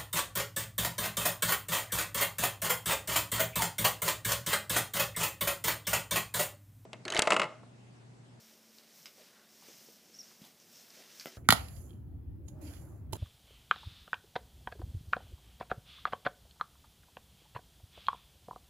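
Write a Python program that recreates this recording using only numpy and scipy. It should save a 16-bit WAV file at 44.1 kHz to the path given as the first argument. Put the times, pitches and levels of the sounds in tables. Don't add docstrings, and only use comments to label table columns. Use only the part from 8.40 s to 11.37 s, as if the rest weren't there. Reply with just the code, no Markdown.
import sys
import numpy as np
from scipy import signal
from scipy.fft import rfft, irfft
from scipy.io import wavfile

SR = 44100
rng = np.random.default_rng(int(sys.argv[2]) if len(sys.argv) > 2 else 0)


def store_pcm(level_fs):
    pcm = np.round(np.clip(level_fs, -1, 1) * 32767).astype(np.int16)
    wavfile.write(sys.argv[1], SR, np.atleast_2d(pcm).T)


N = 130977
TIME = np.arange(N) / SR


def amp(db):
    return 10 ** (np.asarray(db) / 20)


def unit(x):
    return x / np.sqrt(np.mean(x ** 2) + 1e-20)


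def read(points, hz):
    f, value = np.transpose(points)
    return np.interp(np.log(hz + 1), np.log(f), value)


def level(curve):
    return amp(np.interp(TIME, *np.transpose(curve)))


def colour(x, spectrum):
    hz = np.fft.rfftfreq(len(x), 1 / SR)
    return unit(irfft(rfft(x) * amp(read(spectrum, hz)), len(x)))


def drift(n, rate_hz):
    f = np.fft.rfftfreq(N, 1 / SR)
    smooth = rfft(rng.standard_normal(N)) * np.exp(-(f / rate_hz) ** 2)
    return unit(irfft(smooth, N))[:n]


def add(mix, start_s, sound):
    part = mix[round(start_s * SR):][:len(sound)]
    part += sound[:len(part)]


# frequency in Hz, time to fall by 60 dB in seconds.
ROOM_DECAY = [(100,0.12),(500,0.15),(2000,0.18),(6000,0.13),(15000,0.17)]
ROOM_BUILD_S = 0.006


def room(x, wet_db):
    n = SR // 2
    taps = rng.standard_normal(n) * (rng.random(n) < .15)
    taps *= np.clip(np.arange(n) / SR / ROOM_BUILD_S, 0, 1) ** .5
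    hz, t, bands = signal.stft(taps, SR, nperseg=128)
    decay = amp(-60 * t / read(ROOM_DECAY, hz)[:, None])
    tail = signal.istft(bands * decay, SR, nperseg=128)[1]
    reflections = signal.fftconvolve(x, tail / np.linalg.norm(tail))[:len(x)]
    return x + amp(wet_db) * reflections


# frequency in Hz, relative level in dB per Hz.
AIR_SPECTRUM = [(25,-1),(55,-7),(90,-7.5),(130,-7),(200,0.5),(300,-2),(600,-3.5),(1000,-11.5),(2500,-14.5),(5500,-16),(10000,-15),(15000,-14)]
AIR_DB = -65.5


def air():
    return amp(AIR_DB) * colour(rng.standard_normal(N), AIR_SPECTRUM)


# frequency in Hz, rms level in dB before the curve below.
HUM_TONES = [(75,-86.5),(222.4,-74),(369,-86),(596,-86)]
# time in seconds, gain in dB.
HUM_GAIN = [(0,3),(.3,3.5),(.48,2.5),(.62,-9.5),(1.15,1),(1.8,-0.5),(2.3,-4)]


def hum():
    out = np.zeros(N)
    for hz, db in HUM_TONES:
        out += amp(db) * np.sqrt(2) * np.sin(2 * np.pi * (hz * TIME + rng.random()))
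    return level(HUM_GAIN) * out


GRAINS_PER_S, GRAIN_SPREAD_DB = 13000, 0.5


def rustle(curve, spectrum, clump_db):
    size = amp(GRAIN_SPREAD_DB * np.minimum(rng.exponential(1, N), 5))
    slips = size * rng.standard_normal(N) * (rng.random(N) < GRAINS_PER_S / SR)
    clumps = amp(clump_db * drift(N, 70))
    return level(curve) * unit(colour(slips, spectrum) * clumps)


# time in seconds, level in dB.
WEIGHT_LEVEL = [(.45,-89),(.6,-75),(1.05,-80.5),(1.3,-72.5),(2.7,-74),(2.97,-79)]
# frequency in Hz, relative level in dB per Hz.
WEIGHT_SPECTRUM = [(50,-21),(110,-3),(190,1),(300,-7),(800,-37.5)]


def weight_rumble():
    return rustle(WEIGHT_LEVEL, WEIGHT_SPECTRUM, clump_db=2.0)


# time in seconds, level in dB.
SLIDE_LEVEL = [(0,-67.5),(.1,-63.5),(.2,-70),(.3,-68.5),(.41,-63.5),(.49,-66.8),(.62,-65.5),(.69,-63.5),(.74,-69.5),(.8,-61),(.95,-65.5),(1.1,-67.5),(1.19,-65.5),(1.3,-59.5),(1.5,-67),(1.59,-67.5),(1.92,-64),(1.99,-69),(2.06,-62.5),(2.15,-70),(2.3,-66.5),(2.42,-63.5),(2.49,-64),(2.57,-58),(2.66,-60),(2.84,-60),(2.97,-60.5)]
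# frequency in Hz, relative level in dB per Hz.
FUR_SPECTRUM = [(100,-21),(300,-4.5),(600,-0.5),(950,-4),(1800,0),(3400,1.5),(5000,1),(8000,-6.5),(15000,-13)]


def body_slide():
    return rustle(SLIDE_LEVEL, FUR_SPECTRUM, clump_db=0.8)


# start in seconds, length in seconds, level in dB, centre in Hz, width in Hz.
SCUFF_EVENTS = [(.765,0.078,-62,555.6,220),(0.829,0.28,-69.5,1544,620),(2.022,0.078,-66.5,780,450),(2.556,0.077,-63,520,210),(2.91,0.06,-65,396,200)]


def scuffs():
    out = np.zeros(N)
    for start, length, db, hz, width in SCUFF_EVENTS:
        t = np.arange(0, length, 1 / SR)
        rub = drift(len(t), width) * np.cos(2 * np.pi * hz * t)
        rub += drift(len(t), width) * np.sin(2 * np.pi * hz * t)
        add(out, start, amp(db) * np.sin(np.pi * t / length) * unit(rub))
    return out


# start in seconds, level in dB, pitch in Hz.
PAW_FALLS = [(1.224,-50,860),(1.2849,-47,412),(1.302,-55,394),(1.4865,-48.5,435),(1.697,-56,360),(1.913,-50,1340),(2.0165,-45,195)]
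PAW_RISE_S, PAW_CYCLES, PAW_BRUSH = 0.00053, 1.5, 0.19


def paws():
    out, t = np.zeros(N), np.arange(SR // 16) / SR
    for start, db, hz in PAW_FALLS:
        thud = np.sin(2 * np.pi * hz * t) * np.exp(-(t * hz / PAW_CYCLES) ** 2)
        brush = colour(rng.standard_normal(len(t)), FUR_SPECTRUM) * np.exp(-t / 0.0096)
        add(out, start, amp(db) * np.minimum(t / PAW_RISE_S, 1) * (thud + PAW_BRUSH * brush))
    return out


# start in seconds, length in seconds, level in dB, pitch in Hz,
# glide as a share of the pitch, arch as a share of the pitch.
SQUEAK_STROKES = [(1.740,0.015,-52,5470,0.03,0.0041),(1.753,0.021,-56.5,5650,0.072,.03),(1.786,0.034,-45,5280,-0.098,0.0713),(1.829,0.0236,-57,5500,0.147,0.023),(1.879,.011,-55.5,5450,0.2,0.021)]
SQUEAK_EDGE_S = 0.0031
SQUEAK_WANDER, SQUEAK_FLUTTER = 0.026, 0.13


def squeaks():
    out = np.zeros(N)
    for start, length, db, hz, glide, arch in SQUEAK_STROKES:
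        t = np.arange(0, length, 1 / SR)
        bend = glide * (t / length - .5) + arch * np.sin(np.pi * t / length)
        pitch = hz * (1 + bend + SQUEAK_WANDER * drift(len(t), 580))
        tone = np.sin(2 * np.pi * np.cumsum(pitch) / SR)
        edges = np.clip(np.minimum(t, length - t) / SQUEAK_EDGE_S, 0, 1)
        flutter = 1 + SQUEAK_FLUTTER * drift(len(t), 400)
        add(out, start, amp(db) * edges * flutter * tone)
    return out


# frequency in Hz, relative level in dB per Hz.
BLOW_SPECTRUM = [(30,-22),(90,-7),(170,0.5),(300,1.5),(450,-1),(680,3),(950,-12),(1400,-5),(2200,-12),(3200,-7.5),(4500,-23),(8000,-26),(14000,-17)]
# delay in seconds, level in dB below the blow.
BLOW_ECHOES = [(.0098,-15),(.0133,-13),(.0168,-15.5),(.0243,-18)]
# frequency in Hz, level in dB, time to fall by 60 dB in seconds.
HANDLE_MODES = [(218,-52.5,0.079),(308,-55,0.12),(362,-57,0.25),(615,-61,0.18),(1320,-56.5,0.23),(1980,-54.5,0.16),(2055,-50.5,0.15),(3076,-56.5,0.24)]
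KNOCK_S, KNOCK_DB = 2.8579, -15


def knock():
    out, n = np.zeros(N), 4096
    log_gain = np.log(amp(read(BLOW_SPECTRUM, abs(np.fft.fftfreq(n, 1 / SR)))))
    blow = np.fft.ifft(np.exp(np.conj(signal.hilbert(log_gain)))).real
    blow = -amp(KNOCK_DB) * blow / np.linalg.norm(blow)
    add(out, KNOCK_S, blow)
    out = room(out, wet_db=-6.0)
    for delay, db in BLOW_ECHOES:
        add(out, KNOCK_S + delay, amp(db) * blow)
    t = np.arange(SR // 4) / SR
    for hz, db, t60 in HANDLE_MODES:
        add(out, KNOCK_S, amp(db - 60 * t / t60) * np.sin(2 * np.pi * hz * t))
    return out


# start in seconds, level in dB, ring in Hz,
# share of broadband crack (held within 0 to 1), room reflections in dB against the direct snap.
SNAP_EVENTS = [(0.385,-46,4700,0.5,-11),(0.6301,-46,6100,0,-10),(0.6577,-37,5300,0.65,-0.5),(2.0408,-45.5,3500,-0.4,0),(2.2005,-53,5670,.8,-1),(2.5046,-42.5,5400,-0.4,-14),(2.7979,-35.5,4700,0.5,0),(2.8095,-42.5,5500,2,-3),(2.87,-43,5200,-1,6.5),(2.925,-52,3550,-1,3)]
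# frequency in Hz, relative level in dB per Hz.
CRACK_SPECTRUM = [(400,-17),(1200,-2.5),(2400,1),(6500,2.5),(9000,-8),(15000,-11.5)]
SNAP_DECAY_S, CRACK_DECAY_S, SNAP_LOW_HZ = 0.00025, 0.0015, 500


def snaps():
    out, t = np.zeros(N), np.arange(SR // 4) / SR
    swell = t / SNAP_DECAY_S * np.exp(1 - t / SNAP_DECAY_S)
    for start, db, hz, share, wet_db in SNAP_EVENTS:
        ring = np.sin(2 * np.pi * hz * t) * swell
        crack = colour(rng.standard_normal(len(t)), CRACK_SPECTRUM) * np.exp(-t / CRACK_DECAY_S)
        add(out, start, amp(db) * room(ring + np.clip(share, 0, 1) * crack, wet_db))
    low_cut = signal.butter(2, SNAP_LOW_HZ, "high", fs=SR, output="sos")
    return signal.sosfilt(low_cut, out)


# time in seconds, level in dB before the trim below.
STIR_LEVEL = [(0,-62.5),(.12,-64.5),(.2,-67.5),(.32,-66),(.38,-64),(.44,-71),(.57,-60),(.7,-64),(.8,-64.5),(1.05,-73),(1.13,-63),(1.19,-63),(1.3,-57.5),(1.42,-59),(1.48,-61),(1.55,-61.5),(1.6,-68),(1.69,-65.5),(1.78,-60),(1.9,-59.5),(1.97,-65),(2.07,-61.5),(2.14,-74),(2.22,-63),(2.27,-66),(2.37,-56.5),(2.48,-65),(2.52,-63),(2.56,-58.5),(2.66,-65.5),(2.75,-58.5),(2.82,-55.5),(2.845,-58),(2.88,-56.5),(2.97,-66)]
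# frequency in Hz, relative level in dB per Hz.
FIBRE_SPECTRUM = [(300,-22),(1500,-24),(3800,-11.5),(5400,1),(6300,-1.5),(7500,-7),(10500,-23),(15300,-20)]
# time in seconds, level in dB.
TREBLE_LEVEL = [(0,-64),(.12,-65),(.21,-70),(.31,-69),(.38,-63),(.46,-73),(.55,-61),(.66,-60),(.73,-66),(.8,-64.5),(1.02,-83),(1.1,-67),(1.27,-61.7),(1.44,-60),(1.55,-62),(1.67,-72),(1.77,-67),(1.91,-64),(1.98,-68),(2.05,-59.5),(2.14,-72),(2.27,-66),(2.34,-61.5),(2.6,-63.5),(2.68,-68),(2.75,-60.2),(2.83,-59),(2.875,-55.5),(2.92,-69),(2.97,-75)]
# frequency in Hz, relative level in dB per Hz.
TREBLE_SPECTRUM = [(2000,-36),(6000,-21),(8000,-4.5),(10500,-6.5),(13500,1),(15300,1.5)]
STIR_TRIM_DB = -2.5


def duster():
    stir = amp(STIR_TRIM_DB) * rustle(STIR_LEVEL, FIBRE_SPECTRUM, clump_db=0.5)
    return stir + rustle(TREBLE_LEVEL, TREBLE_SPECTRUM, clump_db=1.2)


def scene():
    background = air() + hum()
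    cat = weight_rumble() + body_slide() + scuffs() + room(paws(), wet_db=-4.0)
    mono = background + cat + room(squeaks(), wet_db=-11.0) + knock() + snaps() + duster()
    return np.array([mono, mono])


LOW_CUT_HZ, HIGH_CUT_HZ = 133, 15330


def record(dry):
    low_cut = signal.butter(2, LOW_CUT_HZ, "high", fs=SR, output="sos")
    thin = signal.sosfilt(low_cut, dry)
    band_limit = signal.firwin(1023, HIGH_CUT_HZ, window=("kaiser", 9), fs=SR)
    return signal.oaconvolve(thin, band_limit[None], "same")


dry = scene()
out = record(dry)
store_pcm(out)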